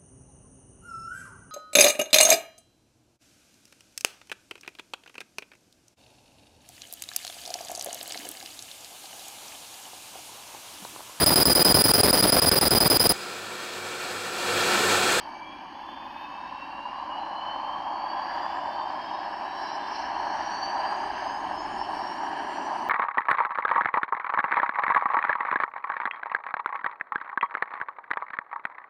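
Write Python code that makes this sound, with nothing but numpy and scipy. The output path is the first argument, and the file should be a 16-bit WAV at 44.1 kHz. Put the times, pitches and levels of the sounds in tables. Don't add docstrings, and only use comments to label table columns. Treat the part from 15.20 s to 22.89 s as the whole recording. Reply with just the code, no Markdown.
import sys
import numpy as np
from scipy import signal
from scipy.io import wavfile
from scipy.ndimage import uniform_filter1d

SR = 44100
rng = np.random.default_rng(int(sys.argv[2]) if len(sys.argv) > 2 else 0)


def store_pcm(level_fs):
    pcm = np.round(np.clip(level_fs, -1, 1) * 32767).astype(np.int16)
    wavfile.write(sys.argv[1], SR, np.atleast_2d(pcm).T)


def invert_db(level):
    return 10 ** (np.asarray(level, dtype=float) / 20)


N = 339129

# time in seconds, first mesh of the slow shaft in Hz, of the fast shaft in Hz.
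SPEEDS = [(0.0, 2257, 6324), (0.5, 2405, 6445), (1.25, 2655, 6654), (2.0, 2922, 6894), (2.75, 3207, 7143),
          (3.5, 3528, 7421), (4.0, 3755, 7612), (4.5, 4004, 7848), (5.0, 4281, 8105), (5.5, 4584, 8409),
          (5.75, 4749, 8539), (6.0, 4916, 8629), (6.25, 5089, 8683), (6.5, 5258, 8722), (6.75, 5418, 8752),
          (7.0, 5574, 8747), (7.25, 5720, 8752), (7.69, 5957, 8765)]
SLOW_IDLE_HZ, SLOW_TOP_HZ = 2257, 5957
# time in seconds, share from 0 (idle) to 1 (at speed).
SPOOL = [(0, 0.68), (1.5, 0.35), (2.5, 0.7), (3.5, 0.85), (4.5, 1), (7.69, 1)]
# time in seconds, load from 0 to 1.
LOAD = [(0, 0.15), (.2, 0), (.6, 0), (1.2, 0.22), (1.7, 0.23), (2.4, 0.41), (2.76, 0.22), (3.15, 0.88),
        (3.5, 0.51), (4.15, 0.58), (4.75, 0.79), (5.0, 0.84), (5.3, 0.88), (5.9, .9), (6.25, 0.67),
        (6.8, 0.69), (7.3, 0.85), (7.69, .6)]

# time in seconds, level in dB.
ROAR = [(0.0, -44), (0.04, -40.5), (0.43, -42.5), (1.48, -38.5), (1.99, -33), (3.79, -31.5), (3.81, -33.5),
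        (4.82, -33), (5.03, -30), (5.33, -33), (5.76, -29), (5.89, -32), (7.35, -33), (7.54, -28.5),
        (7.58, -35.5), (7.63, -27), (7.65, -33), (7.69, -31)]
# frequency in Hz, density in dB per Hz.
DRONE_COLOUR = [(76, -49), (130, -25), (189, -9), (247, -8), (308, -1), (406, -6), (500, -25), (650, -52.5),
                (1100, -120)]
# frequency in Hz, density in dB per Hz.
DRONE_IDLE = [(76, -50), (130, -20.5), (215, -13), (286, -4.5), (360, -14), (393, -37), (450, -29.5),
              (580, -56), (990, -120)]
# frequency in Hz, density in dB per Hz.
ROAR_COLOUR = [(290, -62), (500, -40.5), (545, -17), (594, -9), (706, -6), (796, 0), (1000, -0.5),
               (1300, -18.5), (1400, -28), (1820, -49.5), (3080, -120)]
# frequency in Hz, density in dB per Hz.
ROAR_IDLE = [(260, -64), (450, -46), (516, -4.5), (677, -18.5), (755, -4.5), (811, -0.5), (1070, 3),
             (1320, -21.5), (1400, -17.5), (1820, -43), (3080, -120)]
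# frequency in Hz, density in dB per Hz.
UPPER_COLOUR = [(790, -32), (1350, -8.5), (1440, -9.5), (1570, -2.5), (1690, 0), (2120, -17), (2760, -52.5),
                (4660, -120)]

SLOW_TEETH = [25, 32.02, 35]
FAST_TEETH = [16, 20, 25, 27.97]
# middle in seconds, length in seconds, level in dB.
FIRST_SWELLS = [(.06, 0.26, -56), (.24, 0.14, -50), (.4, 0.14, -56.5), (.85, 0.14, -58.5),
                (1.15, 0.28, -50), (1.4, 0.06, -45.5), (1.65, 0.17, -46.5), (1.95, 0.1, -48.5),
                (2.27, 0.21, -43.5), (2.52, 0.13, -46.5), (2.68, 0.12, -51), (2.9, 0.17, -53),
                (3.25, 0.16, -55.5), (3.55, 0.21, -60.5), (3.95, .2, -61), (4.45, 0.24, -54),
                (4.63, .12, -60), (4.8, 0.086, -48), (5.05, .15, -51), (5.22, 0.092, -55),
                (5.4, 0.12, -38.5), (5.63, 0.21, -44.5), (5.87, 0.14, -50.5), (6.1, 0.12, -51),
                (6.43, 0.17, -49), (6.62, 0.064, -48.5), (6.85, 0.14, -50.5), (7.03, .08, -52),
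                (7.35, 0.25, -58), (7.55, 0.18, -59)]
# middle in seconds, length in seconds, level in dB.
SECOND_SWELLS = [(.5, .15, -62), (.78, .2, -57), (3.582, 0.14, -53.5), (3.8, .15, -57.5), (4.0, .2, -59),
                 (4.49, 0.11, -49.5), (4.767, 0.14, -47.5), (5.0, 0.1, -56), (5.2, .15, -52.5),
                 (5.398, 0.22, -53), (5.798, .12, -63), (6.08, .2, -58.5), (6.45, 0.18, -62.5),
                 (7.03, 0.3, -69), (7.376, 0.14, -65)]
# middle in seconds, length in seconds, level in dB.
THIRD_SWELLS = [(0.0, 0.083, -54), (.3, 0.12, -52.5), (0.743, 0.24, -55.5), (1.013, 0.19, -58),
                (1.326, 0.18, -58.5), (1.617, 0.09, -59), (1.813, 0.085, -61), (2.042, 0.067, -55),
                (2.27, .3, -55), (2.55, 0.24, -61), (2.903, 0.26, -49.5), (3.177, 0.21, -49),
                (3.47, .15, -61), (3.8, 0.18, -58.5), (4.03, 0.29, -55.5), (4.454, 0.16, -51.5),
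                (4.77, .12, -55), (5.1, 0.25, -63), (5.38, 0.19, -63), (5.72, 0.16, -66)]
BETWEEN_SWELLS_DB = [-74, -90, -88]
# middle in seconds, length in seconds, level in dB.
LOWER_SWELLS = [(3.3, 0.26, -60), (3.6, .15, -57), (3.85, 0.25, -57), (4.54, .3, -66), (5.37, .13, -66),
                (5.61, .24, -61.5), (5.82, .11, -67)]
# middle in seconds, length in seconds, level in dB.
UPPER_SWELLS = [(3.58, .12, -69), (4.03, .3, -66), (4.48, .15, -58), (4.76, 0.14, -56)]
# middle in seconds, half length in seconds, ratio to the first slow mesh, level in dB.
PASSING = [
    (3.37, .25, 1.5, -66),
    (6.4, .35, 1.2, -74),
    (7.0, .25, 1.115, -74),
    (7.15, 1.1, .338, -60),
]
# frequency in Hz, width in Hz, level in dB.
SHELL = [(4500, 250, -57.5), (5290, 150, -66), (6320, 200, -78), (7360, 150, -80), (7900, 150, -84.5),
         (8300, 150, -78.5), (8565, 150, -74), (8760, 100, -75.5), (9940, 200, -87.5), (10880, 200, -88),
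         (11450, 200, -83)]

# frequency in Hz, density in dB per Hz.
HISS_COLOUR = [(1210, -35), (2050, -8.5), (2290, 0.5), (2470, -6.5), (2710, -0.5), (3060, 3), (3170, -3),
               (3460, -16.5), (3850, -16), (4640, -4), (5010, -16), (5410, -12), (5890, -23), (6530, -25.5),
               (6900, -40.5), (8970, -59), (15200, -120)]
# frequency in Hz, density in dB per Hz.
TOP_COLOUR = [(3940, -34), (6700, -3.5), (7040, -8), (7340, -4.5), (7760, -9.5), (8000, -7.5), (8390, 0),
              (8700, -6), (8960, -8), (9350, -13.5), (9910, -9.5), (10300, -15.5), (11200, -10),
              (11700, -8), (13000, -26.5)]
# level at rest in dB, rise at full load in dB, rise at full speed in dB.
HISS_LAWS = [
    (-57.5, 7.9, .1),
    (-62.5, 10.5, .4),
    (-88, 3, 14.7),
    (-86.5, 2.5, 4),
]
# middle in seconds, length in seconds, level in dB relative to the
PUFFS = [(0.02, 0.23, 2.5), (1.45, .2, -14), (3.2, 0.094, -7.5), (4.42, .1, 1), (4.78, 0.1, -1),
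         (5.25, .2, -2), (6.77, .12, 3)]

# frequency in Hz, density in dB per Hz.
WIND_COLOUR = [(12, -32), (20, -4.5), (57, 3), (129, -4), (150, -7.5), (200, -39.5), (330, -120)]
# middle in seconds, length in seconds, level in dB.
GUSTS = [(2.4, 0.43, -64.5), (3.4, .4, -65.5), (5.15, 0.53, -62), (5.9, 0.16, -57.5), (6.33, 0.37, -57),
         (6.65, 0.26, -59.5), (7.69, .1, -61)]


def evened(x):
    return x / np.sqrt(np.mean(abs(x) ** 2) + 1e-20)


def read(points, hz):
    f, value = np.transpose(points)
    return np.interp(np.log(hz + 1), np.log(f + 1), value, left=-150, right=-150)


def columns(rows, t):
    s, *cols = np.transpose(rows)
    return [np.interp(t, s, c) for c in cols]


def swells(rows, floor_db):
    steepness = 2.25
    t = np.arange(0, N + 64, 64) / SR
    power = invert_db(2 * floor_db)
    for middle, length, db in rows:
        power = power + invert_db(2 * (db - 2.73 * abs(2 * (t - middle) / length) ** steepness))
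    return np.interp(np.arange(N) / SR, t, 10 * np.log10(power))


def effort(rest_db, load_db, speed_db):
    t = np.arange(N) / SR
    speed = (columns(SPEEDS, t)[0] - SLOW_IDLE_HZ) / (SLOW_TOP_HZ - SLOW_IDLE_HZ)
    return rest_db + load_db * columns(LOAD, t)[0] + speed_db * speed


def wander(rate_hz, size=N):
    step = 64
    z = rng.standard_normal((size // step + 2, 2)) @ [1, 1j]
    z = signal.lfilter(*signal.butter(1, rate_hz, fs=SR / step), z)
    z = uniform_filter1d(z, size=2)
    return evened(np.interp(np.arange(size) / step, np.arange(len(z)), z))


def air(colour, patchy_db, flicker_db, size, idle=None):
    hop = size // 4
    frames, hz = N // hop + 5, np.fft.rfftfreq(size, 1 / SR)
    a, b, patches = rng.standard_normal((frames, len(hz), 3)).T
    patches = uniform_filter1d(patches, size // 100, 0)
    patches = evened(uniform_filter1d(patches, 4000 // hop, 1))
    gusts = uniform_filter1d(rng.standard_normal(frames), 2500 // hop)
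    gusts = evened(uniform_filter1d(gusts, 2500 // hop))

    share = np.clip(columns(SPOOL, np.arange(frames) * hop / SR)[0], 0, 1)
    at_speed = read(colour, hz)[:, None]
    at_idle = read(idle or colour, hz)[:, None]
    shape = invert_db(share * at_speed + (1 - share) * at_idle)
    shape = shape / np.linalg.norm(shape, axis=0)
    z = (a + 1j * b) * shape * invert_db(patchy_db * patches + flicker_db * gusts)
    return evened(signal.istft(z, nperseg=size, noverlap=size - hop)[1][:N])


def roar():
    level_db = columns(ROAR, np.arange(N) / SR)[0]
    body = air(ROAR_COLOUR, patchy_db=.6, flicker_db=.3, size=2048, idle=ROAR_IDLE)
    drone = air(DRONE_COLOUR, patchy_db=.5, flicker_db=.3, size=2048, idle=DRONE_IDLE)
    upper = air(UPPER_COLOUR, patchy_db=.8, flicker_db=.4, size=2048)
    throb = invert_db(1.3 * evened(uniform_filter1d(wander(70).real, size=100)))
    out = invert_db(level_db) * evened(throb * body)
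    out += invert_db(effort(rest_db=-53, load_db=.1, speed_db=8.4)) * drone
    out += invert_db(effort(rest_db=-54, load_db=14.35, speed_db=.1)) * evened(throb * upper)
    return out


def tone(hz, level_db, blur, blur_hz):
    scatter = np.sqrt(1 - blur ** 2) + blur * wander(blur_hz, size=len(hz))
    spin = np.exp(2j * np.pi * np.cumsum(hz) / SR)
    return invert_db(level_db) * np.sqrt(2) * (scatter * spin).real


def shaft(mesh_hz, levels_db, teeth, blur, blur_hz):
    return sum(tone(mesh_hz * n / teeth[0], db, blur, blur_hz) for n, db in zip(teeth, levels_db))


def shell(hz):
    slope = 1.27
    power = sum(invert_db(2 * db) / (1 + (2 * (hz - f) / width) ** 2) ** slope for f, width, db in SHELL)
    return 10 * np.log10(power)


def whine():
    t = np.arange(N) / SR
    slow_hz, fast_hz = columns(SPEEDS, t)
    turn_hz = fast_hz / FAST_TEETH[0]
    slow_db = map(swells, [FIRST_SWELLS, SECOND_SWELLS, THIRD_SWELLS], BETWEEN_SWELLS_DB)
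    fast_db = [shell(turn_hz * n) + db for n, db in zip(FAST_TEETH, [2.8, -16, -1, -4])]
    out = invert_db(-1.5) * shaft(slow_hz, slow_db, SLOW_TEETH, blur=.48, blur_hz=18)
    out += invert_db(1.5) * shaft(fast_hz, fast_db, FAST_TEETH, blur=.75, blur_hz=16)
    out += tone(2 * slow_hz, shell(2 * slow_hz) - 4.5, blur=.5, blur_hz=10)

    out += tone(slow_hz - turn_hz, swells(LOWER_SWELLS, -95) + 1.5, blur=.6, blur_hz=10)
    out += tone(slow_hz + turn_hz, swells(UPPER_SWELLS, -95) + 1.5, blur=.6, blur_hz=10)
    for middle, length, factor, db in PASSING:
        near = abs(t - middle) < length
        level_db = db - 40 * ((t[near] - middle) / length) ** 4
        out[near] += tone(factor * slow_hz[near], level_db, blur=.6, blur_hz=10)
    return out


def echoes(x, t60):
    t = np.arange(round(t60 * SR)) / SR
    tail = rng.standard_normal(len(t)) * invert_db(-60 * t / t60) * (t > .006)
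    return signal.fftconvolve(x, tail / np.linalg.norm(tail))[:N]


def halves(x, edge_hz):
    low = signal.sosfiltfilt(signal.butter(4, edge_hz, fs=SR, output="sos"), x)
    return evened(low), evened(x - low)


def hiss():
    parts = halves(air(HISS_COLOUR, patchy_db=1.0, flicker_db=.6, size=1024), 3450)
    parts += halves(air(TOP_COLOUR, patchy_db=.8, flicker_db=.8, size=1024), 9300)
    low, *bright = (invert_db(effort(*law)) * part for law, part in zip(HISS_LAWS, parts))
    return low + invert_db(swells(PUFFS, 0)) * sum(bright)


def wind():
    calm_db = -64.5
    return invert_db(swells(GUSTS, calm_db)) * air(WIND_COLOUR, patchy_db=-0.1, flicker_db=-0.7, size=4096)


def scene():
    drive = roar()
    direct = whine()
    late = invert_db(-8) * echoes(direct, t60=.5)
    microphone_noise = invert_db(-90.0) * rng.standard_normal(N)
    return (drive + direct + late + hiss() + wind() + microphone_noise)[None]


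def top_cut(x):
    return signal.sosfilt(signal.butter(12, 13360, fs=SR, output="sos"), x)


def record(dry):
    low_pass = signal.firwin(511, 12800, window=("kaiser", 9), fs=SR)
    limited = signal.oaconvolve(dry, low_pass[None], "same")
    blocks = rng.random((N // 1024 + 1, 2)) < [.24, .12]
    gates = np.repeat(blocks, 1024, axis=0)[:N] * 1.
    gates = uniform_filter1d(gates, size=300, axis=0)
    flecks = gates[:, 0] * tone(np.full(N, 13170), -96, blur=.9, blur_hz=25)
    flecks += gates[:, 1] * tone(np.full(N, 12930), -101, blur=.9, blur_hz=25)
    return top_cut(limited + flecks)


dry = scene()
out = record(dry)
store_pcm(out)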